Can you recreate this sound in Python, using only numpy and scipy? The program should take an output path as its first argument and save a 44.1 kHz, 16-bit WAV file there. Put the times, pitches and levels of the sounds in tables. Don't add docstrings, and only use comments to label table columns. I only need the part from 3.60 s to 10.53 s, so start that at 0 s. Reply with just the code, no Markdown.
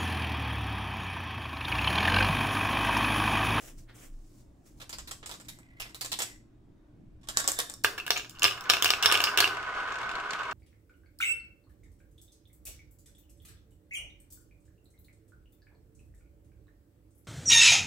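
import sys
import numpy as np
from scipy import signal
from scipy.fft import rfft, irfft, next_fast_len
from scipy.io import wavfile
from scipy.ndimage import uniform_filter1d

SR = 44100
rng = np.random.default_rng(int(sys.argv[2]) if len(sys.argv) > 2 else 0)


def store_pcm(level_fs):
    pcm = np.round(np.clip(level_fs, -1, 1) * 32767).astype(np.int16)
    wavfile.write(sys.argv[1], SR, np.atleast_2d(pcm).T)


def ratio(d):
    e = np.asarray(d, float) / 20
    return 10 ** e


N = 305613

# start [t/s], length [t/s], level [level/dB], lower part [level/dB]
STROKES = [
    (0, 0.09, -49, -2),
    (0.186, 0.0057, -56.5, -7),
    (0.292, 0.016, -70, 12),
    (0.355, 0.099, -52.5, -2),
    (0.529, 0.28, -65, -8),
    (0.85, 0.2, -78, -5),
    (1.064, 0.016, -60, -5),
    (1.116, .06, -78, -6),
    (1.18, .02, -68, -10),
]
# [f/Hz], density [level/dB per Hz]
BRUSH_COLOUR = [(240, -29), (400, -5.5), (572, -13.5), (885, -19.5), (1230, -18), (2630, -16.5),
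                (5200, -7.5), (7800, -9), (10000, -13.5), (15300, -17), (16500, -17.5)]
# start [t/s], length [t/s], level [level/dB]
SCRAPE = (.289, 0.014, -64.5)
# [f/Hz], width [f/Hz], [level/dB]
SCRAPE_RING = [(1720, 1200, 2.5), (3230, 900, -12)]
# start [t/s], length [t/s], [level/dB]
KNEES = [
    (.09, 0.093, -43),
    (0.51, 0.036, -37.5),
]
# [f/Hz], density [level/dB per Hz]
AIR = [(12, -20), (20, -1), (48, 1), (86, -6.5), (108, -7), (195, -8), (323, -7.5), (416, -20.5),
       (479, -24.5), (652, -21), (772, -28), (16500, -60.5)]
# [f/Hz], left-right likeness [0..1]
AIR_SAME = [(60, 0.93), (180, 0.91), (550, 0.29), (1650, -0.0), (4970, 0), (15000, 0.77)]
# [f/Hz], width [f/Hz], [level/dB]
HUM = [(39.2, 19, -73), (93, 8, -80), (118.2, 2.9, -63), (303.7, 12, -67.5)]

# [t/s], blow, low part, glassy part, chatter [level/dB]
SHIFTS = [(1.2, -42, -5.5, -5, 1), (1.2145, -34, -11, -10, 8), (1.2939, -34.5, -12, 0, -8),
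          (1.328, -30, -12.5, -8, 0), (1.3853, -30.5, -9.5, -8, -10), (1.474, -37.5, -9, -1, -1),
          (1.5108, -29, -10, -3.5, -3), (1.6292, -40.5, -2.5, -40, -9), (1.6597, -31.5, -13.5, -1.5, -6),
          (1.694, -34.5, -5.5, -3.5, -11), (1.7135, -27.5, -13.5, -5.5, -9), (1.7406, -35, -6.5, -7, -13),
          (1.8, -44.5, -4.5, -0.5, -6), (1.8115, -42.5, -6, -2, -21), (1.8489, -50, -9, -2, -10),
          (1.8838, -33.5, -13, 1, 6), (1.9882, -51, 2.5, 8, -16),
          (2.1996, -27.5, -11, -3.5, 1.5), (2.221, -25.5, -18.5, -31, -14), (2.255, -43.5, -2, -33, -10),
          (2.295, -46, -7, -8, -9.5), (2.3462, -33, -8.5, 0, -13), (2.4107, -25.5, -13, 1, -5.5),
          (2.4456, -30.5, -9, -0.5, 11), (2.461, -27, -15, -7, -18), (2.5177, -21, -16, -5.5, -5.5),
          (2.5303, -17.5, -18, -22, -16.5), (2.5887, -26.5, -8, 4.5, -7.5), (2.6036, -22, -8.5, -10.5, -14),
          (2.62, -21.5, -12, -2.5, -11.5)]
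# [t/s], blow, low part, glassy part, chatter [level/dB]
TIPS = [(3.612, -62, -8, -15, 6), (3.6315, -50.5, -6, -21, 11), (3.672, -43, -10, -14, 5),
        (3.687, -22, -14, -10, -6), (3.766, -33, -10, -13, -8), (3.772, -7, -14, -12, -16.5),
        (3.7882, -20, -13.5, -7, 4), (3.8137, -37, -1, -13, -22), (3.8428, -23.5, -8, -19, -9.5),
        (3.8768, -11.5, -16, -8, -7.5), (3.8875, -19, -5, -14, -18), (3.918, -20, -14.5, -0.5, -14),
        (3.947, -34, -10, -6, -12), (3.971, -39, -7, -20, -16), (3.9892, -17, -8.5, -2.5, -9),
        (4.0021, -16, -38, -10, -18), (4.0986, -29.5, -9.5, -6, -11), (4.139, -29.5, -14, -4, -20),
        (4.2378, -22, -24, -1.5, 15)]
# [t/s], blow, low part, glassy part, chatter [level/dB]
LANDINGS = [(4.2465, -15.5, 7.5, -1.5, -12), (4.3786, -36, 8.5, 3, 13), (4.3928, -34.5, 6.5, -6, 6),
            (4.4652, -29, -2, 0, -5), (4.4792, -33.5, 8, 4, -17), (4.5056, -7, -5.5, -7, -11),
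            (4.559, -26, -2, -24, 5), (4.5661, -23.5, -2.5, -15, -8), (4.575, -24.5, -11, -3.5, 0.5),
            (4.5963, -29.5, -0.5, -19, -4.5), (4.647, -35.5, -0.5, -16, -9), (4.6962, -38.5, -22, 6, -6),
            (4.709, -44, -20, 0, -12), (4.7517, -44, -8, -15, -7), (4.772, -45, -1, -30, -15),
            (4.787, -39, -7, -12, -17), (4.795, -32, -33, 1, -23),
            (4.8209, -15.5, -6, -18, 4), (4.832, -22.5, -1, 11.5, -27), (4.8422, -9, -2, -5, -8),
         (4.8521, -17, 5, -13.5, -7), (4.8741, -20.5, -1, -4.5, -7), (4.9101, -22, -2, -28, -6.5),
         (4.9734, -45, 7, -2, 4), (5.009, -33.5, -24, 2.5, -25), (5.0406, -38, -7, -2, -14),
         (5.057, -38, 6.5, -29, -20), (5.094, -19, -8, -13, 7), (5.099, -5, -6, -7, -6.5),
         (5.1363, -16, 1.5, -7.5, -10), (5.1685, -17.5, -5, -16, -25), (5.224, -11.5, -4, 0.5, -11.5),
         (5.245, -11, -2.5, -3, -13), (5.258, -20, 7, 1, -7.5), (5.2787, -21, -8, -3, -13),
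         (5.2904, -24.5, 2.5, -17, -11.5), (5.3043, -9.5, -6, -8.5, -13), (5.337, -17, 2.5, -40, -23),
            (5.426, -13, -10.5, -7, -5), (5.4338, -16.5, -5, -12, -13), (5.4454, -28, 8, 3, 3),
        (5.459, -4.5, -4, -5.5, -11), (5.5003, -27.5, 11, -24, -13), (5.5149, -12.5, -3.5, -13, -9),
        (5.524, -16, 2.5, 4.5, -9.5), (5.543, -17.5, 2.5, -10, -6), (5.549, -17, -2, -25, -24),
        (5.5539, -12.5, -1.5, -23, -24), (5.5748, -18.5, 0, -3.5, -18), (5.604, -16.5, 1.5, -7.5, -25),
        (5.6168, -23, -10, -1, -11), (5.6396, -9, -8.5, -5.5, -8), (5.672, -26.5, 7, -21, -6.5),
        (5.7746, -12.5, -2.5, -1.5, -7), (5.787, -20.5, 7, 2, -7.5), (5.8039, -7.5, -4.5, -2.5, -8.5),
        (5.8256, -31, 13, -31, -2), (5.8432, -11.5, -1, -38, -16), (5.8762, -21.5, 1.5, -12, -14)]
# [t/s], blow, chatter [level/dB]
TOUCHES = [(5.9467, -38, 0.5), (5.9678, -33.5, 12), (6.0267, -39, 3), (6.149, -38, -2), (6.187, -46, 0),
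           (6.2038, -39, 2), (6.2318, -45, -2), (6.2843, -42, 9), (6.321, -35.5, 7), (6.3408, -40, 6),
           (6.3565, -36.5, 3), (6.387, -35.5, -11), (6.414, -36, 3), (6.431, -35, 3), (6.4912, -33.5, 6),
           (6.513, -32, 7), (6.5530, -34, 5), (6.6, -33.5, -7), (6.6492, -48, -2), (6.6925, -50, 2),
           (6.7075, -27.5, -10), (6.7329, -25.5, -5), (6.79, -37, 3), (6.8327, -35.5, 2),
           (6.8519, -40.5, 4), (6.911, -33.5, -3)]
# [t/s], [f/Hz]
SPOTS = [(1.2, 3700), (1.2145, 3800), (1.328, 5000), (1.474, 4120), (1.7135, 3730), (1.8838, 3700),
         (2.1996, 2700), (2.2207, 2600), (2.3462, 3870), (2.4105, 4200), (2.5181, 4000), (3.8428, 5140),
         (3.918, 7950), (3.9892, 3690), (4.2378, 4900), (4.2465, 1560), (4.5056, 5400), (4.559, 2450),
         (4.575, 6800), (4.6962, 7230), (4.787, 5000), (4.795, 7460), (4.832, 7000), (5.0397, 6800),
         (5.057, 4300), (5.224, 3300), (5.3371, 2570), (5.4449, 1500), (5.787, 3600), (5.8433, 2550),
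         (5.3044, 5500), (5.459, 5390), (5.5238, 8800), (5.6398, 5400), (5.8041, 4500), (6.321, 7300),
         (6.387, 2200), (6.432, 4000), (6.553, 4000), (6.7075, 4500), (6.7324, 3900)]

# [t/s], [level/dB]
CARRIED = [(1.8, -110), (1.85, -74), (1.9, -61), (2.15, -68), (2.2, -55), (2.62, -84), (2.68, -52),
           (2.85, -85), (2.95, -110)]
# [t/s], [level/dB]
TILTED = [(3.76, -95), (3.8, -42.5), (3.87, -48), (3.95, -55), (4.0, -38), (4.06, -55.5), (4.12, -63),
          (4.2, -71), (4.24, -81)]
# [t/s], [level/dB]
TILTED_LOW = [(3.66, -96), (3.7, -59), (3.76, -48), (3.81, -39), (3.88, -68), (4.0, -43.5), (4.05, -54),
              (4.2, -74), (4.24, -85)]
# [t/s], [level/dB]
ROLL = [(4.3, -36.5), (4.42, -55.5), (4.7, -61.5), (4.83, -46.5), (4.95, -41), (5, -43), (5.14, -34.5),
        (5.23, -38), (5.36, -38), (5.48, -28.5), (5.7, -33), (5.92, -33), (6.0, -32.5), (6.25, -33),
        (6.45, -32), (6.65, -34.5), (6.75, -33), (6.93, -34)]

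# [f/Hz], width [f/Hz], [level/dB]
WALL_UPRIGHT = [(2026, 150, 0.0022)]
# [f/Hz], width [f/Hz], [level/dB]
WALL_TILTED = [(3615, 150, -0.8)]
# [f/Hz], width [f/Hz], [level/dB]
WALL_LOW = [(1704, 61, -0.5)]
# [f/Hz], width [f/Hz], [level/dB]
CUP = [(1120, 40, -7.5), (1820, 110, -12), (3750, 110, -10), (4765, 220, -9), (5400, 84, -1.5),
       (6500, 200, -26.5), (7220, 220, -6), (8750, 750, -10)]
# [f/Hz], density [level/dB per Hz]
CUP_COLOUR = [(180, -32.5), (300, -9.5), (355, -11), (1190, -6), (2170, -6), (3650, -5), (7380, 1.5),
              (14900, -1.5), (16500, -22)]
# [f/Hz], width [f/Hz], [level/dB]
CHUTE = [(403, 32, -12), (737, 28, -4.5), (1205, 65, -3), (1460, 48, -5), (1706, 110, -2.5), (2120, 81, -3),
         (2320, 90, 0.5), (2870, 170, 8.5), (3610, 230, 11), (4250, 130, 0.5), (5420, 77, 11),
         (6900, 230, -8)]
# [f/Hz], density [level/dB per Hz]
CHUTE_COLOUR = [(150, -27.5), (250, -20.5), (400, -11), (750, -13), (1490, -4.5), (2010, -4.5), (2910, 8.5),
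                (5400, 5), (7900, -6.5), (12500, -14), (15300, -13), (16500, -37)]
# [f/Hz], width [f/Hz], [level/dB]
FUNNEL = [(406, 17, -12), (720, 286, -7.5), (998, 74, -1.5), (1118, 40, 1.5), (1216, 34, -1),
          (1248, 64, 3.5), (1497, 79, 3.5), (1545, 70, -1), (1607, 45, -2.5), (2150, 150, -10),
          (2900, 83, -17)]
# [f/Hz], density [level/dB per Hz]
FUNNEL_COLOUR = [(120, -53), (200, -18), (403, -14), (909, -13), (1050, -5), (1500, -0.5), (1780, -5.5),
                 (2960, -8), (7460, -27.5), (11500, -42), (15000, -43), (16500, -62)]
# [f/Hz], density [level/dB per Hz]
TOUCH_COLOUR = [(300, -15), (1200, -5.5), (2200, 1), (4300, 1), (7500, 1), (11000, -11), (15000, -15),
                (16500, -30)]

# [f/Hz], left-right likeness [0..1]
PORT_SAME = [(700, 1), (2000, 0.78), (5000, 0.086), (12000, 0.55)]
# [f/Hz], phase [rad]
SIDE_LAG = [(500, .2), (1300, 1.8), (3000, 4.2), (5500, 6.6), (7000, 6.2)]
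# [f/Hz], phase [rad]
FRONT_LAG = [(1000, .2), (2150, 1.4), (3000, .8), (4000, 2.5), (6200, 6.3)]
# [f/Hz], t60 [t/s]
ROOM = [(300, 0.59), (800, 0.29), (2100, 0.23), (5500, 0.32), (12000, 0.27)]
# [f/Hz], left-right likeness [0..1]
ROOM_SAME = [(300, 0.83), (1000, 0.26), (2500, 0.52), (5000, 0.057), (9000, 0.88), (15000, .6)]
# [f/Hz], [level/dB]
MIC = [(5800, 0), (6700, 0), (7500, 1.5), (8500, 0), (11600, -1), (14500, -1.5), (15800, 3)]

AIR_DB = -54.5
STROKE_DB_PER_S = (1100, 32, 280)
KNEE_DB_PER_S = (300, 100, 104)
CUP_DULL_HZ, CUP_GLASSY_HZ, CUP_HARD_HZ = 3400, 7710, 5750
CHUTE_SOFT_HZ, CHUTE_HARD_HZ, CHUTE_THUD_HZ = 2715, 5200, 1613
GLASSY_FROM_DB, CUP_HARD_FROM_DB = -10, -9
CHUTE_HARD_FROM_DB, THUD_FROM_DB = -12.2, 7.2
TOUCH_LOW_DB, TOUCH_GLASS_DB = -1, -13
EDGE_HZ, TOP_HZ = 15950, 16900


def evened(x):
    return x / np.sqrt(np.mean(x ** 2) + 1e-20)


def read(points, hz):
    f, value = np.transpose(points)
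    return np.interp(np.log(hz + 1), np.log(f + 1), value)


def follow(rows):
    t, level_db = np.transpose(rows)
    return np.interp(np.arange(N) / SR, t, level_db)


def noise(colour, same, size=1024, patchy_db=4.5):
    frames, hz = 4 * N // size + 5, np.fft.rfftfreq(size, 1 / SR)
    a, b, c, d, patches = rng.standard_normal((frames, size // 2 + 1, 5)).T
    patches = uniform_filter1d(patches, size=10, axis=0)
    patches = evened(uniform_filter1d(patches, size=10, axis=1))
    same = np.clip(read(same, hz), -1, 1)[:, None]
    left = a + 1j * b
    right = same * left + np.sqrt(1 - same ** 2) * (c + 1j * d)
    z = np.array([left, right])
    z *= ratio(read(colour, hz)[:, None] + patchy_db * patches)
    x = signal.istft(z, nperseg=size, noverlap=3 * size // 4)[1]
    return evened(x[:, :N])


def resonate(x, hz, width_hz):
    turn = np.exp(2j * np.pi * hz * np.arange(N) / SR)
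    r = np.exp(-np.pi * width_hz / SR)
    return 2 * (turn * signal.lfilter([1 - r], [1, -r], x / turn)).real


def stroke(start_s, length_s, db, rise, swell, fall):
    t = np.arange(N) / SR - start_s
    before_s, after_s = np.maximum(-t, 0), np.maximum(t - length_s, 0)
    left_s = length_s - np.clip(t, 0, length_s)
    return ratio(db - rise * before_s - swell * left_s - fall * after_s)


def brushing():
    hiss = noise(BRUSH_COLOUR, [(500, 0.13), (8000, 0.42)], size=256, patchy_db=1.0)
    lower = signal.sosfilt(signal.butter(3, 3500, fs=SR, output="sos"), hiss)
    upper, lower = evened(hiss - lower), evened(lower)
    grit = ratio(1.0 * evened(uniform_filter1d(rng.standard_normal(N), size=90)))
    scrape = 0
    for hz, width_hz, db in SCRAPE_RING:
        once = resonate(lower[1] * grit, hz, width_hz)
        scrape = scrape + ratio(db) * evened(resonate(once, hz, width_hz))
    out = scrape * stroke(*SCRAPE, *STROKE_DB_PER_S)
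    for start_s, length_s, db, lower_db in STROKES:
        gain = stroke(start_s, length_s, db, *STROKE_DB_PER_S) * grit / 1.02
        out = out + gain * (upper + ratio(lower_db) * lower)
    return out


def room_tone():
    hum = sum(ratio(db) * evened(resonate(rng.standard_normal(N), hz, width_hz)) for hz, width_hz, db in HUM)
    sway = sum(stroke(*row, *KNEE_DB_PER_S) for row in KNEES)
    beat = np.sin(2 * np.pi * 26 * np.arange(N) / SR + 0.42) * np.sqrt(2)
    air = ratio(AIR_DB - 2) * noise(AIR, AIR_SAME, size=2048, patchy_db=2.45)
    return air + hum + sway * ratio(-2.5) * beat


def causal(gain):
    cep = irfft(np.log(np.maximum(gain, 1e-5)))
    half = len(cep) // 2
    cep[1:half] *= 2
    cep[half + 1:] = 0
    return irfft(np.exp(rfft(cep)))


def body(modes, colour, hz, modes_db, shift_db=0, detune=1):
    f, width_hz, db = np.transpose(modes)
    lift_db = db - read(colour, f) + modes_db + shift_db
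    off = (hz - (f * detune)[:, None]) / (width_hz[:, None] / 2)
    peaks = ratio(lift_db)[:, None] / np.sqrt(1 + off ** 2)
    return ratio(read(colour, hz)) * np.sqrt(1 + (peaks ** 2).sum(0))


def paired(forces):
    left, right = rfft(forces)
    same = np.clip(read(PORT_SAME, np.fft.rfftfreq(forces.shape[1], 1 / SR)), 0, 1)
    return np.array([same * right + np.sqrt(1 - same ** 2) * left, right])


def blows(rows, ring_of, modes, colour, modes_db, glass_hz, per_s, crack_s, t60_s, size=8192):
    out = np.zeros((2, N + size))
    hz, t = np.fft.rfftfreq(size, 1 / SR), np.arange(size) / SR
    low = 1 / (1 + (hz / 2000) ** 4)
    high = 1 / (1 + (glass_hz / (hz + 1)) ** 4)
    lead = 64
    for s, db, low_db, glass_db, chatter_db in rows:
        spot_db, detune = np.clip(rng.standard_normal((2, len(modes))), -1.5, 1.5) * [[3.5], [.017]]
        chance = rng.random(size)
        sign, crack = rng.standard_normal((2, 2, size))
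        decay_db = chatter_db - 60 * (t / max(t60_s, .004)) ** 2.08
        chatter = ratio(decay_db) * sign * (chance < per_s / SR)
        chatter = paired(chatter * (1 - np.exp(-t / 0.0004)))
        push = chatter + 2.0
        strike = chatter + paired(0.66 * crack * np.exp(-t / crack_s))

        own = [f for at_s, f in SPOTS if abs(at_s - s) < .003]
        ring_hz = own[0] if own else ring_of(db, low_db, glass_db)
        ring_hz = ring_hz * (1 + 2 * detune[0])
        favoured = 1 + 1.9 / (1 + ((hz - ring_hz) / (.075 * ring_hz)) ** 2)
        ring = rfft(causal(favoured * body(modes, colour, hz, modes_db, spot_db, 1 + detune)))

        at = round(s * SR) - lead
        parts = ((push, low, low_db + 7.0), (strike, 1 - low - high, 0), (strike, high, glass_db))
        for force, part, part_db in parts:
            wave = np.roll(irfft(force * ring * part), lead, axis=1)
            loudest = np.sqrt(uniform_filter1d(wave[1] ** 2, size=176).max())
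            out[:, at:at + size] += ratio(db + part_db - 12) * wave / loudest
    return out[:, :N]


def cup_ring(db, low_db, glass_db):
    if db > CUP_HARD_FROM_DB:
        return CUP_HARD_HZ
    return CUP_GLASSY_HZ if glass_db > GLASSY_FROM_DB else CUP_DULL_HZ


def swirl(level, wall):
    rub = rng.standard_normal(N)
    rough = evened(uniform_filter1d(rng.standard_normal(N), size=300))
    rub = rub * ratio(5.0 * rough)
    sing = sum(ratio(db) * evened(resonate(rub, hz, width_hz)) for hz, width_hz, db in wall)
    return ratio(follow(level)) * sing


def lifted_cup():
    knocks = blows(SHIFTS, cup_ring, CUP, CUP_COLOUR, modes_db=2.5, glass_hz=4620,
                   per_s=9000, crack_s=0.00051, t60_s=0.056)
    return knocks + swirl(CARRIED, WALL_UPRIGHT)


def tipped_cup():
    knocks = blows(TIPS, cup_ring, CUP, CUP_COLOUR, modes_db=8.1, glass_hz=7500,
                   per_s=5000, crack_s=0.0011, t60_s=0.057)
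    return knocks + swirl(TILTED, WALL_TILTED) + swirl(TILTED_LOW, WALL_LOW)


def chute_ring(db, low_db, glass_db):
    if low_db > THUD_FROM_DB:
        return CHUTE_THUD_HZ
    return CHUTE_HARD_HZ if db > CHUTE_HARD_FROM_DB else CHUTE_SOFT_HZ


def chute_landings():
    out = blows(LANDINGS, chute_ring, CHUTE, CHUTE_COLOUR, modes_db=2.2, glass_hz=9700,
                per_s=1800, crack_s=0.0013, t60_s=0.039)
    shake = resonate(resonate(abs(out[1]), 96, 30), 96, 30)
    return out + ratio(-65.0) * evened(shake)


def funnel_rolling(per_s=4500, lump_db=2.1, throb_db=1.0):
    lumps = np.minimum(rng.exponential(1, N), 5)
    size = ratio(lump_db * lumps) * (rng.random(N) < per_s / SR)
    taps = irfft(paired(size * rng.choice([-1, 1], (2, N))), N)
    throb = uniform_filter1d(rng.standard_normal(N), size=500)
    throb = evened(uniform_filter1d(throb, size=500))
    ring = causal(body(FUNNEL, FUNNEL_COLOUR, np.fft.rfftfreq(8192, 1 / SR), 6.9))
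    rumble = evened(signal.oaconvolve(taps, ring[None, :4096])[:, :N])
    fade = np.clip((np.arange(N) / SR - ROLL[0][0]) / 0.067, 0, 1)
    return rumble * ratio(follow(ROLL) + throb_db * throb - 2.5) * fade


def funnel_touches():
    rows = [(s, db, TOUCH_LOW_DB, TOUCH_GLASS_DB, chatter_db) for s, db, chatter_db in TOUCHES]
    return blows(rows, chute_ring, CHUTE, TOUCH_COLOUR, modes_db=-9.0, glass_hz=6300,
                 per_s=3500, crack_s=0.00018, t60_s=0.017, size=4096)


def heard(x, lag, pan_db, wet_db):
    taps = np.zeros((2, SR // 2))
    at = np.arange(40, SR // 2 - 20, 20) + rng.integers(0, 20, (2, (SR // 2 - 41) // 20))
    np.put_along_axis(taps, at, rng.choice([-1., 1.], at.shape), 1)
    hz, t, z = signal.stft(taps, SR, nperseg=256)
    same = np.clip(read(ROOM_SAME, hz), 0, 1)[:, None]
    z[0] = same * z[1] + np.sqrt(1 - same ** 2) * z[0]
    t60_s = np.maximum(read(ROOM, hz), .05)[:, None]
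    tail = signal.istft(z * ratio(-60 * t / t60_s), SR, nperseg=256)[1]
    tail = tail / np.linalg.norm(tail[0])

    size = next_fast_len(N)
    lag_rad = read(lag, np.fft.rfftfreq(size, 1 / SR))
    late = irfft(rfft(x[0], size) * np.exp(-1j * lag_rad), size)[:N]
    direct = np.array([late * ratio(pan_db / 2), x[1] / ratio(pan_db / 2)])
    return direct + ratio(wet_db) * signal.fftconvolve(x[1:], tail, axes=1)[:, :N]


def scene():
    lifted, tipped = lifted_cup(), tipped_cup()
    chute = chute_landings()
    funnel = funnel_rolling() + funnel_touches()
    cup = heard(lifted, SIDE_LAG, pan_db=-2.5, wet_db=-5.5)
    cup += heard(tipped, SIDE_LAG, pan_db=-2.0, wet_db=-6.5)
    track = heard(chute, FRONT_LAG, pan_db=-0.87, wet_db=-5.5)
    track += heard(funnel, FRONT_LAG, pan_db=0.14, wet_db=-6.0)
    return cup + track + brushing() + room_tone()


def roll_off(x):
    return signal.sosfilt(signal.butter(12, 16980, fs=SR, output="sos"), x)


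def record(dry):
    size = next_fast_len(N)
    hz = np.fft.rfftfreq(size, 1 / SR)
    z = rfft(1.2 * np.tanh(dry / 1.2), size) * ratio(read(MIC, hz))
    under = np.clip((EDGE_HZ - hz) / 250, 0, 1) ** 2
    main = irfft(z * under, size)[:, :N]
    top = irfft(z * (1 - under) * (hz < TOP_HZ), size)[:, :N]
    power = (main ** 2).mean(0)
    attack = uniform_filter1d(power, size=400) > 2.0 * uniform_filter1d(power, size=2500)
    mix = main + ratio(-1.0) * top * uniform_filter1d(attack * 1., size=200)
    return roll_off(mix)


dry = scene()
out = record(dry)
store_pcm(out)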